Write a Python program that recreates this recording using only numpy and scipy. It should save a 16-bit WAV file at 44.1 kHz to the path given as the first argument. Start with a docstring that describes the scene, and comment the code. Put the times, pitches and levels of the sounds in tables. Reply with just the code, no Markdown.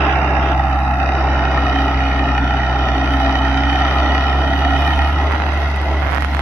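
"""A dry field, a hand-held phone, and some way off a four-cylinder diesel tractor pulling a harrow.
From the start the firings hum as clean low tones, exhaust gas puffs through the pipe's resonances and
the harrow rumbles in the soil. Two bright rasps pass, then the middle range dips for half a second.
Around five seconds in, the engine fades, a smooth hiss comes up, and a finger creaks over the
phone's case near the right microphone."""
import sys
import numpy as np
from scipy import signal
from scipy.fft import rfft, irfft, next_fast_len
from scipy.io import wavfile

SR = 44100
rng = np.random.default_rng(int(sys.argv[2]) if len(sys.argv) > 2 else 0)


def store_pcm(level_fs):
    """Save levels as 16-bit WAV."""
    pcm = np.round(np.clip(level_fs, -1, 1) * 32767).astype(np.int16)
    wavfile.write(sys.argv[1], SR, np.atleast_2d(pcm).T)


N = 282796
KNOCK_LAG_CYCLES = .35

# The four cylinders fire unequally. 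Each entry: one cylinder's level offset in dB.
CYLINDER_DB = [2, -2, 1.2, -1.2]
# The tractor's bearing from the phone. Each row: time in seconds, share seen side-on, share head-on.
BEARING = [(0, 1, 0.15), (.52, 0.81, 0.35), (.6, 0.65, 0.16), (.9, 0.83, 0.32), (1.5, 0.24, 0.14),
           (4.9, 0.038, 0.028), (5.5, 0.26, 0.53), (6.41, 0.04, 0.63)]


def from_db(db):
    """Gain of a level in dB."""
    return 10 ** (np.asarray(db) / 20)


def rms_one(x):
    """Scaled to unit rms."""
    return x / np.sqrt(np.mean(x ** 2) + 1e-20)


def in_time(rows):
    """Each column of a curve table, sample by sample."""
    seconds, *columns = np.transpose(rows)
    return [np.interp(np.arange(N) / SR, seconds, column) for column in columns]


def plateau(rise_s, full_s, fall_s, gone_s):
    """A ramp from 0 to 1, a hold and a ramp back."""
    return in_time([(rise_s, 0), (full_s, 1), (fall_s, 1), (gone_s, 0)])[0]


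def drift(hz):
    """Slow random wander of spread 1: low-passed noise, drawn at every 40th sample."""
    pole = np.exp(-80 * np.pi * hz / SR)
    slow = signal.lfilter([1], [1, -2 * pole, pole * pole], rng.standard_normal(N // 40 + 2002))[2000:]
    return np.interp(np.arange(N) / 40, np.arange(len(slow)), rms_one(slow))


def butterworth(x, order, hz, kind="low"):
    """Low-, high- or band-pass filter."""
    return signal.sosfilt(signal.butter(order, hz, kind, fs=SR, output="sos"), x)


def resonate(x, hz, width_hz):
    """A resonance with gain 1 at its peak."""
    r = np.exp(-np.pi * width_hz / SR)
    feedback = [1, -2 * r * np.cos(2 * np.pi * hz / SR), r * r]
    return signal.lfilter([(1 - r * r) / 2, 0, (r * r - 1) / 2], feedback, x)


def coloured(colour):
    """Two unrelated noises with the given spectrum, rms 1."""
    size = next_fast_len(N)
    bin_hz = np.arange(1, size // 2 + 2) * SR / size
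    hz, level_db = np.transpose(colour)
    shape = from_db(np.interp(np.log(bin_hz), np.log(hz), level_db))
    return rms_one(irfft(rfft(rng.standard_normal((2, size))) * shape, size)[:, :N])


def pan(db):
    """Left and right gains for a level of left over right in dB."""
    return np.array([from_db(db / 2), from_db(-db / 2)])


def order_tone(cycles, order):
    """A sine of rms 1 at a multiple of the firing rate."""
    return np.sqrt(2) * np.sin(2 * np.pi * (order * cycles + rng.random()))


def engine_hum(cycles, firing_hz, fade_db):
    """The firing tone, louder with speed, its overtones and the pipe's drone."""
    # Quarter orders come from unequal cylinders, steps of .86 from the belt-driven fan.
    # Each row: multiple of the firing rate, level in dB against the second order.
    overtones = [(1.75, -17), (2, 0), (2.25, -18), (2.58, -13), (3, -14), (3.44, -7.5), (4.5, -13),
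                 (5, -13), (5.5, -19), (6, -16), (6.5, -18), (7.5, -21)]
    # Each row: time in seconds, level of the overtones in dB.
    overtone_levels = [(0, -28.5), (.8, -29.5), (1.6, -29.5), (2.6, -29), (3.4, -29.5), (4.0, -32),
                       (4.7, -30.5), (5.3, -38), (6.41, -36)]
    firing_db, growth_db_per_hz, right_lag_s = -17.5, .25, .00011
    speed_db = growth_db_per_hz * (firing_hz - firing_hz.mean())
    hum = from_db(firing_db + speed_db + .2 * fade_db + .6 * drift(5.9)) * order_tone(cycles, 1)
    overtone_db = in_time(overtone_levels)[0] + .5 * drift(4.8)
    for order, level_db in overtones:
        waver_db = .6 * (order - 1) * drift(2.9)   # moving air shakes higher tones more
        dip_db = (order > 5) * midrange_dip(depth_db=-14)
        hum += from_db(overtone_db + level_db + waver_db + dip_db) * order_tone(cycles, order)
    hum += pipe_drone(cycles, firing_hz, fade_db)
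    right = np.interp(np.arange(N) - right_lag_s * SR, np.arange(N), hum)
    return np.array([hum, right]) * pan(-.8 + .9 * drift(6.2))   # the hand sways


def pipe_drone(cycles, firing_hz, fade_db):
    """The pipe drones when an engine order passes through its lowest mode; gas rings it faintly."""
    # Each entry: an order that can meet the mode, as a multiple of the firing rate.
    orders = [3.75, 4, 4.25, 4.5]
    # Each entry: that order's level in dB when on the mode, before the fade.
    on_mode_db = [-27, -32.5, -25.5, -31.5]
    pipe_hz, width_hz, gas_db = 274.5, 9, -34
    drone = np.zeros(N)
    for order, level_db in zip(orders, on_mode_db):
        nearness = 1 / (1 + np.abs(2 * (order * firing_hz - pipe_hz) / width_hz) ** 4)
        drone += from_db(level_db) * nearness * order_tone(cycles, order)
    drone += from_db(gas_db) * rms_one(resonate(rng.standard_normal(N), pipe_hz, width_hz))
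    return from_db(2.14 * fade_db + 1.6 * drift(21)) * drone


def knocking_gas(cycles):
    """Two turbulent noises as analytic signals; the first carries one sharp diesel knock a firing."""
    # The hardest knocks. Each row: time in seconds, level in dB against the gas noise.
    hard_knocks = [(.594, 33), (2.377, 35), (3.352, 35)]
    knock_db, spread_db, jitter_cycles = 28.5, 1.6, .025
    count = int(cycles[-1]) + 2
    gas = rng.standard_normal((2, next_fast_len(N)))
    knock_cycles = np.arange(count) + KNOCK_LAG_CYCLES + rng.normal(0, jitter_cycles, count)
    at = np.minimum(np.searchsorted(cycles, knock_cycles), N - 1)
    levels_db = knock_db + np.resize(CYLINDER_DB, count) + rng.normal(0, spread_db, count)
    gas[0, at] += from_db(levels_db) * rng.choice([-1, 1], count)
    for seconds, level_db in hard_knocks:
        gas[0, int(seconds * SR)] += from_db(level_db)
    return signal.hilbert(gas)[:, :N]


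def mode_pair(drive, hz, width_hz, wander_db):
    """One roar mode: two close resonances whose balance wanders."""
    split_hz = .45 * width_hz
    broad = resonate(drive, hz, 1.8 * width_hz)   # darkens the valleys between modes
    lean = from_db(wander_db * drift(3))
    upper = resonate(broad, hz + split_hz, width_hz)
    lower = resonate(broad, hz - split_hz, width_hz)
    return (lean * upper - lower / lean) / np.sqrt(lean ** 2 + lean ** -2)


def exhaust_roar(cycles, fade_db, strength_db):
    """Turbulent gas, swelling once a firing with a strength of its own, rings pipe and bonnet modes."""
    # Each row: pitch in Hz, width in Hz, relative level in dB, left over right in dB, left-right
    # likeness, puff depth in dB, puff lag in cycles, change side-on in dB, change head-on in dB.
    modes = [(683, 38, -3.5, 2, 0.91, 1, 0.011, 2, 4.5), (786.9, 100, 0.5, -1.5, 0.99, -3.4, .01, 5, 2),
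             (939, 183, -14, 19.5, 0.55, -4, 0.056, -16.5, 12.5),
             (1114, 106, -20, 4, 0.15, -4.5, 0.0083, 16.5, -5.5),
             (1335, 160, -5.5, 1.1, 1, -6.5, 0.047, 2.5, 0.5),
             (1652, 174, -16, -5.5, 0.62, -1.5, 0.4, 11.5, 3), (1874, 100, -8.5, -1, 1, 3, 0.35, -4, -3.5),
             (2047, 207, -18.5, -2, 0.42, -2, 0.19, 2, 11.5), (2446, 140, -16.5, -5, 0.33, 2, 0.049, 5, -6),
             (2669, 144, -25.5, -9, 0.061, 3, 0.09, 15.5, 4.5),
             (2965, 112, -13.5, -8.5, 0.27, 2.5, 0.022, -4, -16),
             (3235, 150, -16, 2, 0.68, -6, 0.045, -23.5, 4.5),
             (3727, 214, -21, -2, 0.047, 1, 0.092, 2.5, -3.5),
             (4150, 190, -30.5, 13, 0.66, -3, 0.038, -15.5, 7),
             (4660, 140, -29.5, 9.5, 0.44, -2.5, 0.037, -1.5, 2),
             (5090, 150, -29.5, -6, 0.58, 7, .05, 6, 4), (5700, 310, -19, 2.5, 0.15, -1.5, 0.059, -1, 0.5),
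             (6320, 210, -17, 7, 0.26, -1.5, .05, 1, 3)]
    # Each entry: phase in radians by which the right microphone leads on that mode.
    right_leads = [-.2, -.3, -.7, -1.1, -.4, 2.9, 1.2, 0, -.8, -1.4, 1.3, 3, -.6, -2.8, 1.5, 3, .3, 2.1]
    # Each row: time in seconds, level of the high modes in dB, left over right of all modes in dB.
    level_and_side = [(0, -20, -5), (.3, -22, -2.5), (.5, -21.5, -2), (1.1, -22, -1), (1.6, -19, -1),
                      (3.0, -20, -1.5), (3.5, -18.5, -2.5), (3.9, -16.5, -0.5), (4.5, -20, -1.5),
                      (4.87, -17.5, -1.5), (5.3, -21.5, -2), (5.7, -23, -1), (6.41, -25, -2)]
    # The high modes slide up as the phone turns away. Each row: time in seconds, share of pitch.
    mode_glide = [(0, 0), (4.3, 0.002), (5.0, 0.0098), (5.6, .02), (6.41, 0.017)]
    # Each row: time in seconds, level offset in dB of the modes above treble_hz.
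    treble_levels = [(0, -2), (1.2, -0.5), (2.4, -2), (3.0, 0.5), (3.6, -1), (4.6, 0), (5.2, -2), (5.6, 0),
                     (6.41, -3)]
    bottom_hz, treble_hz, top_hz = 470, 3100, 6944.4
    high_db, pan_db = in_time(level_and_side)
    high_db += midrange_dip(depth_db=-3.5)
    low_db = -26 + fade_db
    side_on, head_on = in_time(BEARING)
    glide, treble_db = in_time(mode_glide)[0], in_time(treble_levels)[0]
    gas = knocking_gas(cycles)
    roar = np.zeros((2, N))
    for mode, lead in zip(modes, right_leads):
        hz, width_hz, level_db, side_db, alike, depth_db, lag, side_on_db, head_on_db = mode
        highness = np.clip(np.log2(hz / 900), 0, 1)   # 0 for low modes, 1 from 1800 Hz up
        phase = 2 * np.pi * (cycles - lag)
        puff = np.sin(phase) + .12 * np.sin(2 * phase)   # a lopsided swell
        puff_db = depth_db * puff + (.077 + .24 * highness) * strength_db
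        right = alike * gas[0] * np.exp(1j * lead) + np.sqrt(1 - alike ** 2) * gas[1]
        drive = from_db(puff_db) * np.array([gas[0], right])
        ring = mode_pair(drive, hz, width_hz, wander_db=1.3 * (1 + highness))
        shift_hz = hz * highness * (glide + .008 * drift(4))
        ring = (ring * np.exp(2j * np.pi * np.cumsum(shift_hz) / SR)).real
        level_db += (1 - highness) * low_db + highness * high_db + .7 * drift(17.4)
        level_db += side_on_db * side_on + head_on_db * head_on + (hz > treble_hz) * treble_db
        roar += rms_one(ring) * from_db(level_db) * pan(side_db + pan_db)
    roar = signal.sosfilt(signal.cheby2(6, 30, bottom_hz, "high", fs=SR, output="sos"), roar)
    return signal.sosfilt(signal.cheby2(6, 40, top_hz, fs=SR, output="sos"), roar)


def machinery_rasps(cycles):
    """Short bright bursts from the machinery, right of centre, throbbing with the firings."""
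    # Each row: start in seconds, end in seconds, level in dB.
    rasps = [(0, .14, -35), (.42, .535, -35)]
    band_hz, edge_s, throb_db, side_db = [2490, 3380], .016, 2, -4.5
    envelope = sum(from_db(level_db) * plateau(start_s - edge_s, start_s, end_s, end_s + edge_s / 2)
                   for start_s, end_s, level_db in rasps)
    noise = from_db(throb_db * np.sin(2 * np.pi * cycles)) * rng.standard_normal((2, N))
    return envelope * rms_one(butterworth(noise, 3, band_hz, "band")) * pan(side_db)[:, None]


def treble_hiss(cycles, strength_db):
    """Thin treble that throbs with the firings and flickers band by band, its own in each microphone."""
    # Each row: time in seconds, level in dB.
    levels = [(0, -60.5), (1.0, -56), (1.3, -61.5), (1.7, -54.5), (2.75, -59), (3.11, -53.5), (4.52, -53),
              (4.93, -47.5), (5.2, -55), (6.41, -52)]
    # Each row: frequency in Hz, relative spectral level in dB.
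    colour = [(6700, -7), (7500, -53), (8700, 1), (9600, -7), (10700, 2.5), (11500, -2), (12200, 1.5),
              (13000, 15.5), (13300, -8.5), (13800, -31)]
    noise, edges_hz = coloured(colour), np.geomspace(6500, 14000, 9)
    hiss = np.zeros((2, N))
    for band_hz in zip(edges_hz, edges_hz[1:]):
        flicker_db = 1.6 * drift(16) + 1.4 * np.array([drift(20), drift(20)])
        hiss += from_db(flicker_db) * butterworth(noise, 2, band_hz, "band")
    throb_db = .57 * strength_db + 1.6 * np.sin(2 * np.pi * cycles)
    return from_db(in_time(levels)[0] + throb_db) * rms_one(hiss)


def harrow(fade_db):
    """Harrow and tyres rumble in the soil; above that the tines scrape, louder when seen side-on."""
    # Each row: frequency in Hz, relative spectral level in dB.
    soil_colour = [(20, -8), (45, 5), (85, 10.5), (110, 2.5), (135, 6), (200, 2.5), (250, 4), (305, 10.5),
                   (350, -2), (410, -2.5), (480, -12), (600, -1.5), (1000, -5), (2500, -31), (6000, -52.5),
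                   (7500, -76)]
    scrape_from_hz, bright_from_hz = 332.5, 490
    mid, side = coloured(soil_colour)
    soil = mid + from_db(-15) * side * [[1], [-1]]   # nearly alike in both microphones
    rumble = butterworth(soil, 8, scrape_from_hz)
    scrape = butterworth(soil, 8, scrape_from_hz, "high")
    dull = from_db(midrange_dip(depth_db=-19)) * butterworth(scrape, 5, bright_from_hz)
    bright = from_db(midrange_dip(depth_db=-4.5)) * butterworth(scrape, 5, bright_from_hz, "high")
    side_on = in_time(BEARING)[0]
    rumble_db = -28 + .088 * fade_db + drift(5.4)
    scrape_db = -22.5 + 6.5 * side_on + .32 * fade_db + 2.2 * drift(2.2)
    return from_db(rumble_db) * rumble + from_db(scrape_db) * (dull + bright)


def midrange_dip(depth_db):
    """Level change in dB as the middle range dips briefly."""
    start_s, end_s, edge_s = .515, 1.006, .03
    return depth_db * plateau(start_s, start_s + edge_s, end_s - edge_s, end_s)


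def smooth_hiss():
    """Broad, even noise that comes up late, its own in each microphone."""
    # Each row: time in seconds, level in dB.
    levels = [(0, -73), (4.6, -64), (5.2, -43.5), (5.7, -44.5), (6.41, -41)]
    # Each row: frequency in Hz, relative spectral level in dB.
    colour = [(1500, -20.5), (2800, 6), (4300, -5), (5500, -7.5), (7000, -16.5), (8200, -23.5),
              (10000, -39)]
    return from_db(in_time(levels)[0] + drift(6)) * coloured(colour)


def skin_rub():
    """Dull and bright envelopes of the skin dragging over the case between slips."""
    # Each row: start in seconds, end in seconds, dull rub in dB, bright rub in dB.
    creaks = [(5.28, 5.36, -38, -66), (6.02, 6.05, -31, -66), (6.10, 6.17, -28, -59)]
    edge_s = .02
    dull, bright = np.zeros((2, N))
    for start_s, end_s, dull_db, bright_db in creaks:
        swell = plateau(start_s - edge_s, start_s, end_s, end_s + edge_s)
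        dull += from_db(dull_db) * swell
        bright += from_db(bright_db) * swell
    return dull, bright


def finger_creak():
    """Each slip is a dull knock in the heavily damped case with a faint bright edge, on the right."""
    # Each row: time in seconds, peak in dB, bright edge in dB.
    slips = [(5.2825, -10, -46), (5.3, -6.5, -48), (5.3105, -3, -39), (5.3205, -4, -29), (5.3361, -4, -35),
             (5.3479, -3.5, -37), (5.3615, -4.5, -42), (5.401, -3.5, -43), (5.42, -4, -46),
             (5.4391, -5, -43), (5.466, -5.5, -46), (5.4888, -10, -38), (5.5032, -13, -50),
             (5.523, -5.5, -31), (5.5372, -10, -28), (5.5664, -11, -44), (5.5762, -18, -32),
             (5.6195, -10, -32), (5.6347, -18, -37), (5.6427, -20, -29), (5.715, -11, -29),
             (5.7621, -9.5, -25), (5.8156, -9, -24), (6.0215, -7.5, -34), (6.0275, -7.5, -38),
             (6.0317, -9.5, -48), (6.0371, -10.5, -48), (6.0428, -12, -50), (6.049, -10.5, -50),
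             (6.0657, -6, -42), (6.0718, -6, -32), (6.0791, -8, -47), (6.0867, -9, -38), (6.0935, -7, -35),
             (6.0999, -9, -42), (6.1036, -12, -32), (6.1139, -14, -23), (6.1222, -5.5, -27),
             (6.1299, -4.5, -26), (6.1352, -4.5, -32), (6.1401, -4.5, -33), (6.1479, -5, -22),
             (6.155, -3.5, -29), (6.1627, -3.5, -31), (6.1749, -3.5, -29), (6.1825, -1, -27),
             (6.2081, -13, -23), (6.2166, -18, -30), (6.2232, -1.5, -20), (6.2324, -14, -31),
             (6.2425, -12, -39), (6.2472, -1, -22), (6.3354, -12, -35), (6.3446, -13, -32),
             (6.3487, -3, -21), (6.3688, -6, -23), (6.3935, -.5, -20)]
    # Each row: frequency in Hz, relative spectral level of the bright edge in dB.
    edge_colour = [(2000, -5), (3500, 8), (5500, 2), (7000, -8), (9000, -9), (12500, -3), (13500, -17),
                   (14000, -30)]
    case_band_hz, case_top_hz, edge_decay_s, left_db = [520, 1850], 3100, .0008, -26
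    seconds, peak_db, edge_db = np.transpose(slips)
    case = np.vstack([signal.butter(2, case_band_hz, "band", fs=SR, output="sos"),
                      signal.butter(4, case_top_hz, fs=SR, output="sos")])
    knock = signal.sosfilt(case, signal.unit_impulse(256))
    peak_delay = np.argmax(np.abs(signal.hilbert(knock)))
    at = np.round(seconds * SR).astype(int) - peak_delay
    clicks, edges = np.zeros((2, N))
    clicks[at] = from_db(peak_db) * rng.choice([-1, -1, -1, 1], len(at))   # mostly inward
    edges[at] = from_db(edge_db)
    edges = signal.lfilter([1], [1, -np.exp(-1 / (edge_decay_s * SR))], edges)
    dull_rub, bright_rub = skin_rub()
    fizz = (edges + bright_rub) * coloured(edge_colour)
    body = np.convolve(clicks, knock / np.abs(knock).max())[:N]
    body += signal.sosfilt(case, dull_rub * rng.standard_normal(N)) / np.sqrt(np.sum(knock ** 2))
    return (body + fizz) * from_db([[left_db], [0]])


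def scene():
    """Engine and harrow out in the field, a smooth hiss, and the finger close by."""
    # Engine speed. Each row: time in seconds, firings per second.
    speed = [(0, 66.9), (0.5, 66.3), (0.9, 66.2), (1.1, 66.6), (1.5, 65.8), (2.1, 64.1), (2.5, 63.4),
             (2.9, 63.2), (3.1, 63.9), (3.4, 63.9), (3.7, 65.4), (4.1, 67.2), (4.3, 67.4), (4.9, 70.9),
             (5.3, 72.2), (5.5, 72.0), (5.7, 70.6), (6.41, 69.6)]
    # The tractor fades late on, each layer by its own multiple. Each row: time in seconds, level in dB.
    fade = [(0, -2), (4.9, 2), (5.35, -7), (5.9, -9), (6.41, -10)]
    firing_hz, fade_db = in_time(speed)[0], in_time(fade)[0]
    cycles = np.cumsum(firing_hz) / SR   # one cycle a firing
    count = int(cycles[-1]) + 2
    firing_db = np.resize(CYLINDER_DB, count) + rng.normal(0, 2, count)
    strength_db = np.interp(cycles, np.arange(count) + KNOCK_LAG_CYCLES, firing_db)
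    engine = engine_hum(cycles, firing_hz, fade_db) + exhaust_roar(cycles, fade_db, strength_db)
    engine += machinery_rasps(cycles) + treble_hiss(cycles, strength_db)
    return engine + harrow(fade_db) + smooth_hiss() + finger_creak()


def record(dry):
    """The sound opens within a moment, the highest peaks are rounded, the top is cut steeply."""
    fade_in_s, cutoff_hz = .002, 13900
    opened = dry * in_time([(0, 0), (fade_in_s, 1)])[0]
    rounded = opened / (1 + np.abs(opened) ** 6) ** (1 / 6)
    return signal.sosfilt(signal.cheby2(12, 70, cutoff_hz, fs=SR, output="sos"), rounded)


dry = scene()
out = record(dry)
store_pcm(out)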